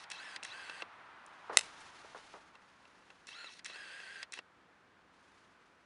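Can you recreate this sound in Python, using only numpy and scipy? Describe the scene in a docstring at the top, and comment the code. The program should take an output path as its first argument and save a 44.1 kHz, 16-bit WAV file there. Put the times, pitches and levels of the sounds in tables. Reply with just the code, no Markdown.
"""A camera's autofocus motor hunting in two spells, heard through the body by the camera's own microphone.
Each move starts with a tick, whirs through a small gear train and stops with a click; the lens knocks.
Between the spells hands bump the camera and something hard snaps once against it, right at the mic.
The place is outdoors on a quiet night, with far traffic dying away. Mono."""
import sys
import numpy as np
from scipy import signal
from scipy.fft import rfft, irfft
from scipy.io import wavfile
from scipy.ndimage import uniform_filter1d

SR = 44100
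rng = np.random.default_rng(int(sys.argv[2]) if len(sys.argv) > 2 else 0)


def transcribe(signal):
    """Save signal, clipped to [-1, 1], as a 16-bit WAV file at the path in sys.argv[1]."""
    frames = np.atleast_2d(signal).T
    limited = np.clip(frames, -1, 1)
    pcm = np.round(limited * 32767).astype(np.int16)
    wavfile.write(sys.argv[1], SR, pcm)


N = 257984
TIME = np.arange(N) / SR

# moves of the lens: start_s, stop_s, braking_s, top_tooth_hz, hunt_period_s, hunt_swing_ratio,
# whir_db, whine_gain_db, tick_gain_db, bite_gain_db, click_gain_db
LENS_MOVES = [(-.1, .0396, 0, 510, .18, 0, -55.3, 0, 0, 0, -9.5),
              (0.1017, .3613, 0, 1650, 0.17, .065, -53.1, 0, 0, 1.5, .5),
              (0.4341, 0.82, 0, 1560, .16, .025, -53.5, -1, 0, 0, -12),
              (3.2702, 3.5918, .122, 1350, .2, .06, -55, 1.5, -7, -18, -9),
              (3.646, 4.2287, 0, 1600, .168, .042, -53.5, -1.5, -2, -.5, .5),
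              (4.3223, 4.3884, 0, 1000, .18, 0, -54.3, 0, -1, -.5, -14)]
# gear scrape through the barrel, at full speed and creeping: frequency_hz, gain_db
RUNNING_COLOUR = [(88, -79), (150, -39), (167, -60), (396, -13.5), (474, -12), (1180, -14), (1550, -8),
                  (2140, -14.5), (2660, -7), (3680, -18), (4730, -19.5), (5560, -25.5), (8250, -23.5),
                  (10100, -25.5), (11000, -31), (14300, -66), (22000, -120)]
CREEPING_COLOUR = [(180, -65), (300, -10), (508, -9), (730, -29), (1000, -17), (2330, -2), (2630, 4),
                   (3060, -4.5), (4070, 0.5), (4900, -5), (5900, -1), (7200, -8), (9180, -10.5),
                   (11000, -10), (14300, -109), (22000, -120)]
# whine of the teeth: tooth_rate_multiple, gain_db
WHINE_HARMONICS = [(1, -.5), (2, -7.5), (3, 1), (4, -9), (5, -5.5)]
# resonances of the gearbox, the lens barrel and the snapped shell: pitch_hz, width_hz, gain_db
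GEARBOX_MODES = [(1657, 320, 5), (2730, 150, -2), (3250, 400, -2), (3890, 300, 2.5), (4900, 140, -9),
                 (6100, 670, -8), (8030, 330, -16)]
BARREL_MODES = [(1924, 290, 6), (2635, 70, 1), (3330, 160, -0.5), (4030, 560, 0.5), (5440, 140, 1.5),
                (6450, 240, -25.5), (8950, 480, -6), (9700, 290, -41.5)]
SHELL_MODES = [(510, 220, -9), (763.3, 125, -14), (1610, 250, -7.5), (2006, 180, 0), (2630, 170, 1.5),
               (2850, 190, 0.5), (3740, 270, 1), (4120, 400, -4), (5190, 230, -2), (6210, 700, -4),
               (7530, 450, -1), (9107, 670, -5), (10500, 450, -8)]
# night air and distant tyres: frequency_hz, gain_db
NIGHT_COLOUR = [(15, -76), (25, -41), (59, -12.5), (156, -14), (178, -6), (235, -11.5), (274, -7.5),
                (456, -12), (492, -9), (545, -12), (798, -11), (1000, -9.5), (1510, -8.5), (1850, -13),
                (11000, -42), (14300, -82.5), (22000, -120)]
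TRAFFIC_COLOUR = [(59, -47), (100, -15), (224, -16), (307, -10.5), (446, -15), (853, -1.5), (1290, -0.5),
                  (3730, -18.5), (7870, -38.5), (9040, -34), (11000, -47.5), (14300, -82), (22000, -120)]
# contacts in the drive: body_db, gear_db, tooth_db, ring_hz, ring_db, rattle_s
MOTOR_KICK = (-59, -50, -41.5, 5602, -54, .0031)
SLACK_RATTLE = (-61, -45, -62, 2610, -52, .005)
TEETH_BITE = (-59, -40.5, -41, 2628, -45, .0055)
MOTOR_HALT = (-49, -39, -46, 4840, -42, .0062)
LENS_CATCH = (-44, -43, -57, 2700, -39.5, .0042)
# the lens catches or meets an end stop: start_s, gain_db, body_shake_db
LENS_KNOCKS = [(0.4286, -1.5, 3), (0.6965, .5, 1), (0.821, 3.5, 7), (2.553, -14, 6), (2.8532, -17.5, 5),
               (3.1025, -11.5, 5), (3.2885, -4.5, -6), (3.4434, -6.5, 2), (3.698, -5.5, 2.5),
               (3.7577, -5, 0), (4.001, -7, 2), (4.374, -9, 6), (4.3888, 0, 3)]
# sleeves brushing as the camera moves: start_s, length_s, level_db
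SLEEVE_BRUSHES = [(1.25, 0.3, -72.5), (1.516, 0.16, -56.5), (1.75, 0.55, -61.5), (2.6, 0.67, -72.5),
                  (5.12, 0.27, -73), (5.6, .25, -80)]
# thin finger scuffs and dull hand bumps: start_s, level_db, decay_s
FINGER_SCUFFS = [(1.263, -53, .0018), (1.803, -52.5, 0.014)]
HAND_BUMPS = [(1.495, -33, 0.026), (1.521, -36.5, 0.034), (2.046, -48.5, 0.0096), (2.147, -43, 0.016),
              (2.159, -47, 0.016), (2.339, -42.5, 0.011), (2.36, -50, 0.025), (2.55, -61, 0.0079)]
# cloth and bumps as they reach the microphone: frequency_hz, gain_db
SLEEVE_COLOUR = [(400, -2.5), (2000, 2.5), (4000, -1), (6500, -5), (8000, -12), (9500, -11.5), (11000, -13)]
BUMP_COLOUR = [(59, -50), (100, -18.5), (270, -10), (436, 3), (851, 2.5), (1160, 1.5), (1780, -4.5),
               (2150, -14.5), (4260, -30), (6000, -33), (7800, -62.5), (13200, -120)]
# the snap and its bounces: start_s, level_db, decay_s
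SNAP_HITS = [(1.5715, 0, .0005), (1.5745, -22, .0015), (1.586, -23, .002), (1.5918, -23.5, .0012),
             (1.6103, -33, .0015)]

SLACK_S = .0145  # from the motor's kick until the teeth bite


def undb(db):
    """Decibels to gain."""
    return 10 ** (np.asarray(db) / 20)


def unit(x):
    """Scale to rms 1."""
    return x / np.sqrt(np.mean(x ** 2))


def colour(x, points, size=4096):
    """Causal filter through (frequency_hz, gain_db) points that keeps the power of white noise."""
    hz, db = np.transpose(points)
    log_hz = np.log(np.fft.rfftfreq(size, 1 / SR) + 1)
    log_gain = np.log(undb(np.interp(log_hz, np.log(hz), db)))
    cepstrum = irfft(log_gain)
    cepstrum[1:size // 2] *= 2
    cepstrum[size // 2 + 1:] = 0
    response = irfft(np.exp(rfft(cepstrum)))
    return signal.fftconvolve(x, response / np.linalg.norm(response))[:N]


def ring(x, modes):
    """Sum of the resonances that x excites."""
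    return sum(undb(db) * signal.lfilter(*signal.iirpeak(hz, hz / width, fs=SR), x)
               for hz, width, db in modes)


def band(x, low_hz, high_hz):
    """Band-pass that keeps the power of white noise."""
    sos = signal.butter(2, [low_hz, high_hz], "band", fs=SR, output="sos")
    return signal.sosfilt(sos, x) * np.sqrt(SR / 2 / (high_hz - low_hz))


def drift(rate_hz):
    """Random wavering of rms 1, gliding to a new value about rate_hz times a second."""
    hold = max(int(SR / rate_hz), 1)
    return unit(uniform_filter1d(rng.standard_normal(N)[np.arange(N) // hold], hold))


def contacts(rows, size=4096):
    """Bursts of tiny impacts (start_s, level_db, decay_s), each with the energy of 1 ms at its level."""
    out = np.zeros(N + size)
    for start_s, db, decay_s in rows:
        fade = np.exp(-np.arange(size) / SR / decay_s / 2)
        spectrum = rfft(rng.standard_normal(size) * fade)
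        burst = irfft(spectrum / np.abs(spectrum)) * fade
        start = max(int(start_s * SR), 0)
        out[start:start + size] += undb(db) * burst * np.sqrt(SR / 1000 / np.sum(burst ** 2))
    return out[:N]


def motor(creep_hz=540.6, ramp_hz_per_s=10700, settle_s=1.2, push_db=3, push_s=.071, coast_db=-3.5):
    """The motor creeps through the slack, ramps up, hunts about its top speed and may brake."""
    tooth_hz, strength, whine_gain = np.full(N, creep_hz), np.zeros(N), np.ones(N)
    for start, stop, braking_s, top_hz, period_s, swing, db, whine_db, *_ in LENS_MOVES:
        on = (TIME >= start) & (TIME < stop)
        t = TIME[on]
        ramp_hz = creep_hz + ramp_hz_per_s * np.maximum(t - start - SLACK_S, 0)
        cruising_s = np.maximum(ramp_hz - top_hz, 0) / ramp_hz_per_s
        hunt = swing * np.exp(-cruising_s / settle_s) * np.sin(2 * np.pi * cruising_s / period_s)
        braked_s = np.maximum(t - stop + braking_s, 0)
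        rate_hz = np.minimum(ramp_hz, top_hz) * (1 + hunt) - ramp_hz_per_s * braked_s
        coasting = (braked_s > 0) & (rate_hz < creep_hz)
        tooth_hz[on] = np.maximum(rate_hz, creep_hz)
        # louder while it gets the lens going, softer once it has braked
        strength[on] = undb(db + push_db * np.exp(-(t - start) / push_s) + coast_db * coasting)
        whine_gain[on] = undb(whine_db)
    return tooth_hz, uniform_filter1d(strength, size=90), whine_gain


def barrel(x, direct_db=0):
    """The lens barrel passes the drive's vibration on to the microphone and adds its own rings."""
    return undb(direct_db) * x + ring(x, BARREL_MODES)


def gears(wobble=.029, wander=.012, flutter=.59, grain_db=-1, throb=.2, pinion_teeth=9):
    """Meshing teeth whine and scrape; each overtone swells as it sweeps through a gearbox resonance."""
    tooth_hz, strength, whine_gain = motor()
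    pace = np.clip((tooth_hz - 700) / 800, 0, 1)
    # the teeth rattle in their play, more so the faster they run
    jitter = pace ** 2 * wobble * drift(700) + wander * drift(90)
    phase = 2 * np.pi * np.cumsum(tooth_hz * (1 + jitter)) / SR
    mesh = sum(undb(db) * (1 + flutter * drift(380)) * np.sin(multiple * phase)
               for multiple, db in WHINE_HARMONICS)
    whine = undb(-2.5) * ring(mesh, GEARBOX_MODES)
    whine_share = whine_gain * np.interp(tooth_hz, [680, 950], [0, 1])  # comes in with speed
    # the scrape comes in fine grains and swells once per turn of the pinion
    force = undb(grain_db * drift(3000)) * (1 + throb * np.sin(phase / pinion_teeth))
    scrape = barrel(force * rng.standard_normal(N), direct_db=-2.5)
    running = unit(colour(scrape, RUNNING_COLOUR))
    creeping = undb(-2) * unit(colour(scrape, CREEPING_COLOUR))
    return strength * (pace * running + (1 - pace) * creeping + whine_share * whine)


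def night_air(level_db=-66, waver_db=.4):
    """The steady hush of the night all around the microphone."""
    return colour(rng.standard_normal(N), NIGHT_COLOUR) * undb(level_db + waver_db * drift(6))


def far_traffic(start_db=-57, rest_db=-78.5, recedes_at_s=1.7, fade_db_per_s=10, waver_db=.4):
    """Tyre noise in the distance holds its level, then recedes to a faint rest."""
    level_db = np.maximum(start_db - fade_db_per_s * np.maximum(TIME - recedes_at_s, 0), rest_db)
    return colour(rng.standard_normal(N), TRAFFIC_COLOUR) * undb(level_db + waver_db * drift(12))


def strike(times, gain_db, contact, shake_db=0, ring_s=.0017):
    """Contacts of one kind shake the body, rattle gears and teeth and ring one part of the drive."""
    body_db, gear_db, tooth_db, ring_hz, ring_db, rattle_s = contact

    def bursts(part_db, decay_s):
        return contacts((s, db, decay_s) for s, db in zip(times, gain_db + part_db) if s > 0)

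    body = band(bursts(body_db + shake_db, 1.29 * rattle_s), 336, 1450)
    gear = band(bursts(gear_db, rattle_s), 1240, 3780)
    tooth = band(bursts(tooth_db, .33 * rattle_s), 5160, 8750)
    ringing = np.zeros(N)
    for start, db in zip(times, gain_db):
        on = (TIME >= start) & (TIME < start + 20 * ring_s)
        age_s = TIME[on] - start
        swell = age_s / ring_s * np.exp(1 - age_s / ring_s)
        ringing[on] += undb(db + ring_db) * swell * np.sin(2 * np.pi * ring_hz * age_s)
    return body + barrel(gear + tooth) + ringing


def drive_ticks(rattle_after_s=.01):
    """The motor kicks in, the gears rattle through their play, the teeth bite; the halt clicks."""
    start_s, stop_s, *_, tick_db, bite_db, click_db = np.transpose(LENS_MOVES)
    kicks = strike(start_s, tick_db, MOTOR_KICK)
    rattles = strike(start_s + rattle_after_s, bite_db, SLACK_RATTLE)
    bites = strike(start_s + SLACK_S, bite_db, TEETH_BITE)
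    halts = strike(stop_s, click_db, MOTOR_HALT)
    return kicks + rattles + bites + halts


def lens_knocks():
    """The lens knocks in its barrel and shakes the body that holds the microphone."""
    start_s, gain_db, shake_db = np.transpose(LENS_KNOCKS)
    return strike(start_s, gain_db, LENS_CATCH, shake_db)


def handling(bump_gain_db=6, cloth_rest_db=-85, attack_s=.016, release_s=.16, patchy_db=2):
    """Close on the microphone, hands bump the grip, fingers scuff and sleeves hiss unevenly."""
    bumps = undb(bump_gain_db) * colour(contacts(HAND_BUMPS), BUMP_COLOUR)
    scuffs = band(contacts(FINGER_SCUFFS), 5800, 10000)
    power = undb(cloth_rest_db) ** 2
    for start, length_s, db in SLEEVE_BRUSHES:
        attack = np.clip((TIME - start) / attack_s, 0, 1)
        release = np.exp(-np.maximum(TIME - start - length_s, 0) / release_s)
        power = power + (undb(db) * attack * release) ** 2
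    cloth = colour(rng.standard_normal(N), SLEEVE_COLOUR) * np.sqrt(power) * undb(patchy_db * drift(79))
    return bumps + scuffs + cloth


def snap(shell_db=3, crack_db=-6.5, ceiling=.58, low_cut_hz=520, echo_db=-25, echo_s=.038):
    """Something hard hits the camera and bounces; the surroundings return a short, faint echo."""
    blow = contacts(SNAP_HITS)
    hit = undb(shell_db) * ring(blow, SHELL_MODES) + undb(crack_db) * blow
    # so close a blow overloads the microphone, which passes little bass
    hit = ceiling * np.tanh(hit / ceiling)
    hit = signal.sosfilt(signal.butter(1, low_cut_hz, "high", fs=SR, output="sos"), hit)
    reflections = rng.standard_normal(N) * np.exp(-TIME / echo_s)
    echo = signal.fftconvolve(hit, reflections / np.linalg.norm(reflections))[:N]
    return hit + undb(echo_db) * echo


def scene():
    """The camera's own noises up close and the night far behind, at a single microphone."""
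    close = gears() + drive_ticks() + lens_knocks() + snap() + handling()
    return (close + night_air() + far_traffic())[None]


def record(dry):
    """The camera cuts the treble steeply above 10.3 kHz."""
    return signal.sosfilt(signal.ellip(8, .2, 66, 10300, fs=SR, output="sos"), dry)


dry = scene()
out = record(dry)
transcribe(out)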